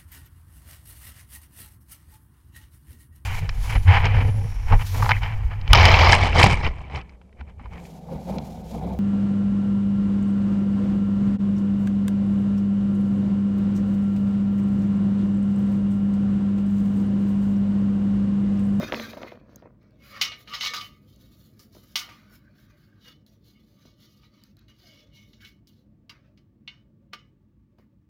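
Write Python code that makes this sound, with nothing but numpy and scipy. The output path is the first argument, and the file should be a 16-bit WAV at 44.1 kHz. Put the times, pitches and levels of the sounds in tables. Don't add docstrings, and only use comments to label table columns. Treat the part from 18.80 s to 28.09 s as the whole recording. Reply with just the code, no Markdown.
import sys
import numpy as np
from scipy import signal
from scipy.fft import rfft, irfft, next_fast_len
from scipy.io import wavfile
from scipy.ndimage import uniform_filter1d

SR = 44100
rng = np.random.default_rng(int(sys.argv[2]) if len(sys.argv) > 2 else 0)


def wav_out(sig):
    wavfile.write(sys.argv[1], SR, np.round(np.clip(np.atleast_2d(sig).T, -1, 1) * 32767).astype(np.int16))


def gain_from_decibels(decibels):
    exponent = np.asarray(decibels, float) / 20
    return 10 ** exponent


N = 409688

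# t/s, strength/dB, low-mode weight/dB, treble weight/dB, ringing left by the grip/s
CONTACTS = [(1.4131, -5.5, -17.5, -19, 0.16), (1.519, -25.5, -7, -40, 0.17), (1.6748, -32, -8, -38, 0.29),
            (1.7353, -23.5, -2.5, -30, .21), (1.8087, -14, -16, -27.5, 0.19), (1.8493, -14, -26, -26, 0.05),
            (1.8603, -14.5, -13, -23, 0.085), (1.9355, -20.5, -2.5, -17, 0.17),
            (2.01, -24.5, -35, -24, 0.18), (2.793, -53, -5, 7, 0.15), (3.156, -11, -12, -13.5, 0.14),
            (3.1574, -43, -24, -6, 0.17), (3.1893, -27, -14, -11, 0.17), (3.2894, -47, 10.5, -10, 0.39),
            (5.4332, -50, -1, -31, 0.16), (5.881, -52, -20.5, -36, .22), (6.3704, -47, -37, -29, .22),
            (6.5328, -41, -26, -38, 0.053), (6.6054, -44, -21, -39, 0.23), (6.6473, -35.5, -27, -23, 0.16),
            (6.8717, -55, -38, 2.5, 0.067), (7.295, -31.5, -21, -18, 0.084), (7.5745, -50, -12, -22, .09),
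            (7.876, -22.5, -22, -57, 0.094), (8.3326, -22.5, -5.5, -25, 0.075), (8.985, -62, -4, -18, .16)]
# t/s, strength/dB, deep-mode weight/dB, click weight/dB
DULL_KNOCKS = [(0.004, -48.5, 23, -18), (0.123, -17, -23, 6.5), (0.145, -28.5, 5, 16),
               (0.198, -27.5, 1, 10), (0.28, -42.5, 12.5, -8), (0.333, -30, -23, -0.5),
               (0.372, -28, -25, -6.5), (0.415, -31.5, -8, -11), (0.432, -27.5, -9, 2.5),
               (0.519, -33.5, -21, -2.5), (0.556, -42.5, -17, -1.5), (0.823, -37.5, -16, -9),
               (0.853, -41.5, -23, -26), (2.949, -45.5, -16, -4), (3.28, -52, 2, 5), (3.514, -56, 4.5, -9),
               (5.053, -51.5, 8, 0), (8.329, -47.5, -16, 3.5), (8.984, -50.5, -7.5, -8.5)]
# t/s, strength/dB, tick f/Hz
FOAM_SNAPS = [(0.7595, -34, 6400), (1.0295, -62, 2770), (1.1084, -60.5, 4700), (2.361, -53, 6330),
              (4.4643, -47.5, 4170), (5.6373, -40.5, 4700), (5.7689, -49, 4150), (5.792, -50.5, 4220),
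              (7.4794, -72, 2850)]
# f/Hz, relative level/dB, own decay time t60/s
PANEL_MODES = [(730, -14, .13), (931, -10, .15), (1174, -8, .4), (1241, -8, .4), (1425, -10, .15),
               (1490, -10, .2), (1620, -13, .15), (1800, -12, .2), (1935, -9, .19), (2020, -7, .25),
               (2180, -7, .3), (2229, -4, .3), (2500, -9, .25), (2770, -4, .15), (2880, -2, .13),
               (3004, -2, .22), (3040, -4, .15), (3160, -5, .13), (3235, -5, .1), (3400, -9, .15),
               (3591, -5, .19), (3780, -8, .15), (3940, -3, .13), (4240, -5, .14), (4365, -5, .14),
               (4595, -8, .17), (4790, -4, .16), (5093, -10, .18), (5300, -9, .2), (5453, -10, .2),
               (5720, -12, .25), (6530, -15, .16)]
# f/Hz, relative level/dB
FOAM_SPECTRUM = [(4120, -38), (7000, -4), (8340, -21.5), (11500, -1.5), (13600, -8.5), (14500, -2),
                 (15100, 2), (15700, -8), (16200, -9)]
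# f/Hz, relative level/dB
CARDBOARD_SPECTRUM = [(35, -46), (60, -19), (87, -11), (173, -12.5), (225, 3), (392, -2), (601, -0.5),
                      (879, -18), (960, -8.5), (2000, -23), (2600, -34.5), (4400, -120)]
STROKE_RISE_DB_PER_S, STROKE_FALL_DB_PER_S = 448, 261


def rms_one(x):
    return x / np.sqrt(np.mean(x ** 2) + 1e-20)


def in_time(rows):
    s, *columns = np.transpose(rows)
    return [np.interp(np.arange(N) / SR, s, column) for column in columns]


def power_sum(*tracks_db):
    return 10 * np.log10(sum(gain_from_decibels(2 * db) for db in tracks_db))


def coloured(x, spectrum, low_hz=20, high_hz=20000):
    hz = np.arange(1, N // 2 + 2) * SR / N
    at, db = np.transpose(spectrum)
    edges = 1 / np.sqrt((1 + (low_hz / hz) ** 8) * (1 + (hz / high_hz) ** 8))
    gain = gain_from_decibels(np.interp(np.log(hz), np.log(at), db))
    return rms_one(irfft(rfft(x) * gain * edges, N))


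def drift(rate_hz):
    step = 40
    r = np.exp(-2 * np.pi * step * rate_hz / SR)
    noise = rng.standard_normal(N // step + 2002)
    slow = signal.lfilter([1], [1, -2 * r, r * r], noise)[2000:]
    return np.interp(np.arange(N) / step, np.arange(len(slow)), rms_one(slow))


def grains(per_s, spread_db):
    sizes = gain_from_decibels(spread_db * np.minimum(rng.exponential(1, N), 5)) * rng.choice([-1, 1], N)
    return rms_one(sizes * (rng.random(N) < per_s / SR))


def ring(force, hz, t60):
    r, w = gain_from_decibels(-60 / (t60 * SR)), 2 * np.pi * hz / SR
    return signal.lfilter([0, np.sin(w)], [1, -2 * r * np.cos(w), r * r], force + 1e-18)


def resonance(x, hz, width_hz):
    r = np.exp(-np.pi * width_hz / SR)
    feedback = [1, -2 * r * np.cos(2 * np.pi * hz / SR), r * r]
    return signal.lfilter([(1 - r * r) / 2, 0, (r * r - 1) / 2], feedback, x)


def patchy(x, low_hz, high_hz, patchy_db, count):
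    step = (high_hz / low_hz) ** (1 / count) - 1
    out = np.zeros(N)
    for k, hz in enumerate(np.geomspace(low_hz, high_hz, count)):
        out += (-1) ** k * gain_from_decibels(patchy_db * drift(6.0)) * resonance(x, hz, 0.85 * step * hz)
    return rms_one(out)


def fade(s, t60, rise_s):
    start = round(s * SR)
    t = np.arange(min(N - start, int(1.5 * t60 * SR) + 2)) / SR
    return start, (1 - np.exp(-t / rise_s)) * gain_from_decibels(-60 * t / t60)


def swells(start, hold, levels_db, rise_db_per_s, fall_db_per_s):
    t = np.arange(0, N / SR + .002, .001)[:, None]
    rise_db = rise_db_per_s * np.maximum(start - t, 0)
    fall_db = fall_db_per_s * np.maximum(t - start - hold, 0)
    power = gain_from_decibels(-2 * (rise_db + fall_db)) @ gain_from_decibels(2 * np.transpose(levels_db))
    total_db = 10 * np.log10(power + 1e-11)
    return [np.interp(np.arange(N) / SR, t[:, 0], track) for track in total_db.T]


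def set_off(start, hold, levels_db, rise_db_per_s, fall_db_per_s):
    near_s, sudden_db_per_s = .012, 6000
    blows = np.array([row[0] for row in CONTACTS + FOAM_SNAPS + DULL_KNOCKS])
    nearest = blows[np.abs(start[:, None] - blows).argmin(axis=1)]
    struck = np.abs(start - nearest) < near_s
    return swells(np.where(struck, nearest + .002, start), hold, levels_db,
                  np.where(struck, sudden_db_per_s, rise_db_per_s), fall_db_per_s)


def scrape():
    # t/s, level/dB
    scrape_level = [(0.0, -23.5), (.07, -37), (.3, -45.5), (.6, -53.5), (.66, -53), (.86, -57.5),
                    (1.0, -62.5), (1.3, -91)]
    jolt_db, jolt_s, jolt_fall_db_per_s = -9, 0.016, 352.5
    s, knock_db = np.transpose(DULL_KNOCKS)[:2]
    jolts_db, = swells(s, jolt_s, [knock_db + jolt_db], 3000, jolt_fall_db_per_s)
    level_db = power_sum(*in_time(scrape_level), jolts_db)
    return gain_from_decibels(level_db - 4.5) * coloured(grains(2500, 5.8), CARDBOARD_SPECTRUM)


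def knocks():
    # f/Hz, relative level/dB, decay time t60/s
    knock_modes = [(101, -15.5, 0.21), (224.1, -3, .3), (370, -1, 0.034), (488, -21, 0.87),
                   (588.3, 6.5, 0.018), (682.5, 6, 0.021), (820, -5.5, 0.03), (949, -8.5, .07)]
    s, strength_db, deep_db, click_db = np.transpose(DULL_KNOCKS)
    at = np.round(s * SR).astype(int)
    chance_db = 0.75 * rng.standard_normal((len(s), len(knock_modes)))
    out = np.zeros(N)
    for k, (hz, level_db, t60) in enumerate(knock_modes):
        struck_db = strength_db - 6.5 + level_db + deep_db * (hz < 400) + chance_db[:, k]
        force = np.zeros(N)
        force[at] = (-1) ** k * gain_from_decibels(struck_db)
        out += ring(force, hz, t60)
    force = np.zeros(N)
    force[at] = gain_from_decibels(strength_db + click_db)
    click = ring(force, 1900, 0.003) - gain_from_decibels(-3.0) * ring(force, 3500, 0.0022)
    return out + signal.sosfilt(signal.butter(2, 5000, fs=SR, output="sos"), click)


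def stroke_levels():
    # start t/s, hold/s, level/dB, dull part level/dB, foam hiss level/dB
    strokes = [(0.0, 0.045, -43, 2, -13), (0.079, 0.12, -48, 3.5, -12), (.123, 0.017, -41.5, 3.5, -17),
               (0.182, 0.116, -45.5, 1, -12.5), (.3, .04, -56, 5, -10), (.372, .05, -55.5, 4, -11),
               (0.421, 0.0068, -53, 8.5, -20), (0.473, .05, -61, 7, -13), (0.582, 0.081, -85, 13, -25),
               (0.698, 0.1, -69.5, 1, -16), (0.829, 0.039, -89.5, 22, -20), (1.017, 0.15, -81.5, 9, -25),
               (1.238, .08, -57, 0.5, -7), (1.355, 0.024, -49, 6, -13.5), (1.44, .02, -34.5, -6, -37.5),
               (1.585, 0.026, -58.5, -5, -5), (1.69, .02, -50.5, -4, -13.5), (1.725, .02, -38, -6, -20),
               (1.837, 0.038, -29.5, -16, -23), (1.932, 0.027, -32, -30, -19.5),
               (2.01, 0.045, -53, -6, -4.5), (2.15, 0.11, -81, -0.5, -1), (2.284, 0.2, -67.5, -10, -5.5),
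               (2.523, .16, -67, -9.5, -2), (2.74, 0.036, -76, 0, -2), (2.81, .025, -66, -4, 2),
               (2.936, .2, -64.5, -6, -2.5), (3.183, .02, -43.5, 0.5, -9), (3.219, 0.11, -59, 4, -9),
               (3.368, 0.111, -70, 4.5, -9), (3.529, 0.018, -62.5, 4, 0.5), (3.652, 0.39, -81, 6, -8.5),
               (3.784, 0.046, -67.5, -8.5, -4.5), (3.867, .1, -75.5, 3.5, -9),
               (3.987, .07, -70.5, -3.5, -5.5), (4.08, .1, -80.5, 3.5, -10), (4.226, .02, -62, -15, -12.5),
               (4.264, 0.021, -51.5, -5, -12.5), (4.454, 0.0037, -64.5, -10.5, -7),
               (4.521, 0.022, -72, -6, -4.5), (4.654, 0.076, -66.5, -13.5, -8),
               (4.799, .22, -72, -10.5, -8), (5.02, .02, -66.5, -7, -11), (5.064, 0.023, -58, -17.5, -14),
               (5.209, 0.05, -58, -12, -9.5), (5.3, 0.067, -66.5, -14, -7.5), (5.42, 0.023, -63.5, -7, -12),
               (5.538, 0.095, -72, -3.5, -13), (5.647, 0.035, -66.5, -5, -9),
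               (5.758, 0.043, -70.5, 0.5, -24), (5.88, 0.022, -63, -3, -14), (5.995, 0.087, -61, -9, -11.5),
               (6.108, 0.099, -60.5, -10.5, -15.5), (6.272, 0.055, -75, -3, -20),
               (6.35, 0.073, -63.5, -32, -13), (6.476, 0.055, -69, -14, -9), (6.525, 0.0045, -63, -10, -37),
               (6.622, 0.058, -62, -10, -8), (6.862, 0.011, -64.5, -31.5, -6),
               (6.92, 0.0727, -74, -11, -10), (7.294, 0.037, -64.5, 9, -19.5), (7.44, 0.025, -79, 7, -29.5),
               (7.573, .005, -74, -2, -14), (7.876, 0.072, -70.5, 6.5, -30), (8.334, .06, -67.5, 2.5, -25),
               (8.469, 0.0076, -95, 13, -5), (8.977, 0.0018, -84.5, 20, 5)]
    s, hold, stroke_db, dull_db, foam_db = np.transpose(strokes)
    return set_off(s, hold, [stroke_db, stroke_db + dull_db, stroke_db + foam_db],
                   STROKE_RISE_DB_PER_S, STROKE_FALL_DB_PER_S)


def slide(bright_db, dull_db, hiss_db):
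    # f/Hz, relative level/dB
    slide_colour = [(350, -24), (600, -2), (806, -20.5), (1210, -6.5), (1630, -9), (2210, -9), (2620, -12),
                    (3000, -4), (3400, -0.5), (4030, 0.5), (6410, -8.5), (7860, -33.5), (9000, -30.5),
                    (11700, -66.5), (19800, -120)]
    dull_below_hz = 3050
    flutter = gain_from_decibels(2.0 * drift(20))
    bright = coloured(grains(9000, 4.0), slide_colour, low_hz=dull_below_hz)
    dull = coloured(grains(6000, 1.5), slide_colour, high_hz=dull_below_hz)
    bright = patchy(bright, low_hz=2300, high_hz=8500, patchy_db=4.0, count=40)
    dull = patchy(dull, low_hz=780, high_hz=2600, patchy_db=3.5, count=18)
    hiss = coloured(grains(9000, 3.5), FOAM_SPECTRUM)
    return flutter * (gain_from_decibels(bright_db - 2.5) * bright + gain_from_decibels(dull_db - 2.5) * dull + gain_from_decibels(hiss_db) * hiss)


def friction(stroke_db, songs_db):
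    parted_s, stacked_db = 1.1, -12
    stroke_ring_db, song_ring_db = -3, 1.5
    stacked = np.arange(N) < parted_s * SR
    from_strokes_db = stroke_db + stroke_ring_db + stacked_db * stacked
    ringing_db = power_sum(from_strokes_db, np.mean(songs_db, axis=0) + song_ring_db)
    out = np.zeros(N)
    for hz, level_db, t60 in PANEL_MODES:
        force_db = ringing_db - 42.5 + level_db + 4.0 * drift(6.7)
        out += ring(gain_from_decibels(force_db) * rng.standard_normal(N), hz, t60)
    return out


def rumble():
    # f/Hz, relative level/dB
    rumble_spectrum = [(18, -41.5), (30, -10), (40, -14), (48, 0), (59, 0), (75, -8), (102, 1.5),
                       (125, -3.5), (155, -2), (172, -12), (192, -2.5), (205, 0), (221, -1.5), (242, -9),
                       (312, -8), (420, -21), (550, -46.5), (920, -120)]
    # t/s, level/dB
    rumble_level = [(0.0, -40.5), (0.1, -45), (0.2, -50), (0.44, -54), (0.8, -55.5), (1.22, -55.5),
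                    (1.37, -55), (3.21, -55.5), (4.14, -58), (4.92, -59), (6.03, -58.5), (6.54, -57),
                    (7.37, -58.5), (7.94, -57.5), (9.29, -60)]
    level_db, = in_time(rumble_level)
    return gain_from_decibels(level_db) * coloured(rng.standard_normal(N), rumble_spectrum, high_hz=407)


def air():
    # f/Hz, relative level/dB
    air_spectrum = [(460, -46.5), (780, -19.5), (874, -4), (1030, -17.5), (1130, -6), (1200, -9.5),
                    (1250, -15), (1470, -17.5), (1690, -15.5), (2100, -18.5), (13700, -38), (15000, -22),
                    (16200, -27.5)]
    return gain_from_decibels(-82) * coloured(rng.standard_normal(N), air_spectrum, low_hz=800)


def snaps():
    out, spit = np.zeros(N), coloured(rng.standard_normal(N), FOAM_SPECTRUM)
    for s, strength_db, hz in FOAM_SNAPS:
        start, shape = fade(s, 0.0074, .0001)
        end = start + len(shape)
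        tick = np.sin(2 * np.pi * hz * np.arange(len(shape)) / SR)
        out[start:end] += gain_from_decibels(strength_db - 1.5) * shape * (tick + gain_from_decibels(-5.5) * spit[start:end])
    return out


def rustle():
    # t/s, level/dB
    rustle_level = [(.9, -89), (1.0, -75.5), (1.35, -60.5), (1.7, -66), (1.92, -59), (2.27, -72),
                    (3.3, -69.5), (3.6, -73), (5.85, -76.5), (6.24, -70), (6.73, -78), (7.42, -72.5),
                    (7.7, -77.5), (8.34, -75), (8.66, -82.5), (9.29, -83)]
    level_db, = in_time(rustle_level)
    rub = coloured(rng.standard_normal(N), CARDBOARD_SPECTRUM, low_hz=405, high_hz=680)
    return gain_from_decibels(level_db) * patchy(rub, low_hz=329.7, high_hz=760, patchy_db=4.0, count=9)


def song_levels():
    # start t/s, hold/s,
    # level/dB near 1.2 kHz, level/dB near 2.2 kHz, level/dB near 3 kHz
    songs = [(1.22, .04, -75, -58, -62.5), (1.328, 0.035, -44.5, -45.5, -57.5),
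             (1.436, 0.034, -47, -46, -34), (1.505, 0.028, -57, -40.5, -58.5),
             (1.723, 0.013, -36, -38.5, -36.5), (1.837, 0.027, -36, -32, -31.5),
             (1.961, 0.023, -31.5, -42, -53.5), (2.034, 0.0079, -60, -50, -41.5),
             (2.102, 0.064, -68.5, -67.5, -82), (2.25, 0.47, -76.5, -90, -82.5),
             (2.789, .01, -62, -77, -85), (3.01, .03, -70, -92, -80.5), (3.183, 0.037, -43, -49, -42.5),
             (3.29, .04, -53, -65, -59), (3.4, 0.22, -69.5, -74, -78), (3.699, 0.54, -76, -81.5, -87.5),
             (4.27, 0.014, -73, -67, -48.5), (4.76, 0.019, -81, -65.5, -66.5),
             (4.98, 0.089, -66.5, -74, -73), (5.184, 0.28, -75, -86, -71), (5.539, 0.082, -70, -71, -71.5),
             (5.89, 0.021, -83, -71, -58.5), (6.064, 0.14, -85, -60, -59.5), (6.34, 0.091, -99, -58, -59),
             (6.634, 0.028, -86, -52, -54), (6.886, 0.017, -93, -95, -68), (7.296, .05, -65.5, -64.5, -74),
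             (7.584, .01, -71.5, -92, -75.5), (7.883, 0.009, -77, -56, -47.5),
             (7.9, 0.056, -74, -76, -74.5), (8.322, .025, -60, -56.5, -51), (8.37, 0.064, -89, -81, -78),
             (8.983, 0.0063, -83, -76, -79)]
    s, hold, *pairs_db = np.transpose(songs)
    return set_off(s, hold, pairs_db, rise_db_per_s=498, fall_db_per_s=231.5)


def singing(songs_db):
    # lower f/Hz, upper f/Hz
    singing_pairs = [(1174, 1241), (2181, 2229), (2876, 3020)]
    out = np.zeros(N)
    for level_db, pair in zip(songs_db, singing_pairs):
        for hz in pair:
            tone = rms_one(resonance(rng.standard_normal(N), hz, width_hz=16.0))
            out += gain_from_decibels(level_db - 9.5) * tone
    return out


def clacks():
    # f/Hz, relative level/dB
    rattle_spectrum = [(240, -56), (400, -20.5), (453, -20.5), (553, -24), (935, -12.5), (1090, -33),
                       (1180, -8.5), (1380, -15.5), (1870, -12), (2360, -3), (2550, -7), (2750, -5),
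                       (5870, -11), (7870, -26.5), (16000, -20)]
    rattle_db, spread_db = -22, 3
    hz, level_db, t60 = np.transpose(PANEL_MODES)[:, :, None]
    slips = grains(6000, 2.0)
    bands_hz = [(20, 2000), (2000, 4400), (4400, 7500), (7500, 20000)]
    low, mid, high, top = (coloured(slips, rattle_spectrum, a, b) for a, b in bands_hz)
    out = np.zeros(N)
    for s, strength_db, low_db, top_db, grip in CONTACTS:
        grip = max(grip, .02)
        chance = rng.standard_normal((3, len(PANEL_MODES), 1))
        hardness_db = 0.66 * (top_db + 20.5)

        start, shape = fade(s, grip, rise_s=.0003)
        end = start + len(shape)
        rough = mid + gain_from_decibels(hardness_db - 3.5) * high + gain_from_decibels(low_db + 4) * low + gain_from_decibels(top_db + 12.5) * top
        out[start:end] += gain_from_decibels(strength_db + rattle_db) * shape * rough[start:end]

        t = np.arange(min(N - start, SR // 2)) / SR
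        struck_db = strength_db - 19.0 + level_db + spread_db * chance[0]
        struck_db = struck_db + (low_db + 7.5) * (hz < 2000) + hardness_db * (hz > 4400)
        bent_hz = hz * (1 + .005 * chance[2])
        fall_db = 60 * t * (1 / t60 + (0.16 / grip) ** 2 / 0.69)
        modes = gain_from_decibels(struck_db - fall_db) * np.sign(chance[1]) * np.sin(2 * np.pi * bent_hz * t)
        out[start:start + len(t)] += np.sum(modes, axis=0)
    return out


def palm():
    # start t/s, hold/s, level/dB
    palm_strokes = [(3.6, 0.087, -73), (3.739, 0.25, -73), (3.975, 0.23, -74), (5.007, 0.04, -81),
                    (6.622, 0.037, -63), (7.3, .04, -66), (7.878, .005, -61)]
    hollow_hz, width_hz = 1570, 290
    s, hold, level_db = np.transpose(palm_strokes)
    level_db, = set_off(s, hold, [level_db], STROKE_RISE_DB_PER_S, STROKE_FALL_DB_PER_S)
    hollow = resonance(grains(5000, 2.0), hollow_hz, width_hz)
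    hollow = resonance(hollow, hollow_hz, width_hz)
    return gain_from_decibels(level_db + 2.8 * drift(13)) * rms_one(hollow)


def whine():
    # t/s, f/Hz, level/dB
    whine_path = [(5.98, 780, -96), (6.02, 759, -75), (6.08, 646, -65), (6.16, 590, -67), (6.24, 576, -101)]
    hz, level_db = in_time(whine_path)
    tone = np.sin(2 * np.pi * np.cumsum(hz) / SR)
    return gain_from_decibels(level_db) * drift(40) * tone * (level_db > -90)


def room(x):
    t60_s, wall_cut_hz = 0.13, 2400
    size = next_fast_len(N + SR)
    turn = np.exp(-2j * np.pi * np.arange(size // 2 + 1) / size)
    dull = np.exp(-2 * np.pi * wall_cut_hz / SR)
    wall, echo = (1 - dull) / (1 - dull * turn), 0
    for k, lag in enumerate([613, 769, 907, 1051, 1193, 1327, 1499, 1657]):
        loop = gain_from_decibels(-60 * lag / SR / t60_s) * wall * turn ** lag
        echo = echo + (-1) ** k * loop / (1 - loop)
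    return irfft(rfft(x, size) * echo, size)[:N]


def scene():
    bright_db, dull_db, hiss_db = stroke_levels()
    songs_db = song_levels()
    near = scrape() + knocks() + slide(bright_db, dull_db, hiss_db) + friction(bright_db, songs_db)
    near = near + singing(songs_db) + clacks() + palm()
    echoes = gain_from_decibels(-17) * room(near)
    return (near + echoes + rumble() + air() + snaps() + rustle() + whine())[None]


def suppress(x):
    threshold_db, slope, most_db, above_hz = -78.5, 0.58, 7, 730
    treble = signal.sosfiltfilt(signal.butter(2, above_hz, "high", fs=SR, output="sos"), x)
    level_db = 10 * np.log10(uniform_filter1d(treble ** 2, size=900) + 1e-14)
    cut_db = np.clip(slope * (threshold_db - level_db), 0, most_db)
    return x + treble * (gain_from_decibels(-cut_db) - 1)


def roll_off(x):
    return signal.sosfilt(signal.butter(12, 16790, fs=SR, output="sos"), x)


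def record(dry):
    low_cut = signal.butter(8, 44, "high", fs=SR, output="sos")
    top_cut = signal.cheby2(12, 60, 17000, fs=SR, output="sos")
    mix = signal.sosfilt(low_cut, suppress(dry))
    mix = signal.sosfilt(top_cut, mix)
    return roll_off(mix)


dry = scene()
out = record(dry)
wav_out(out)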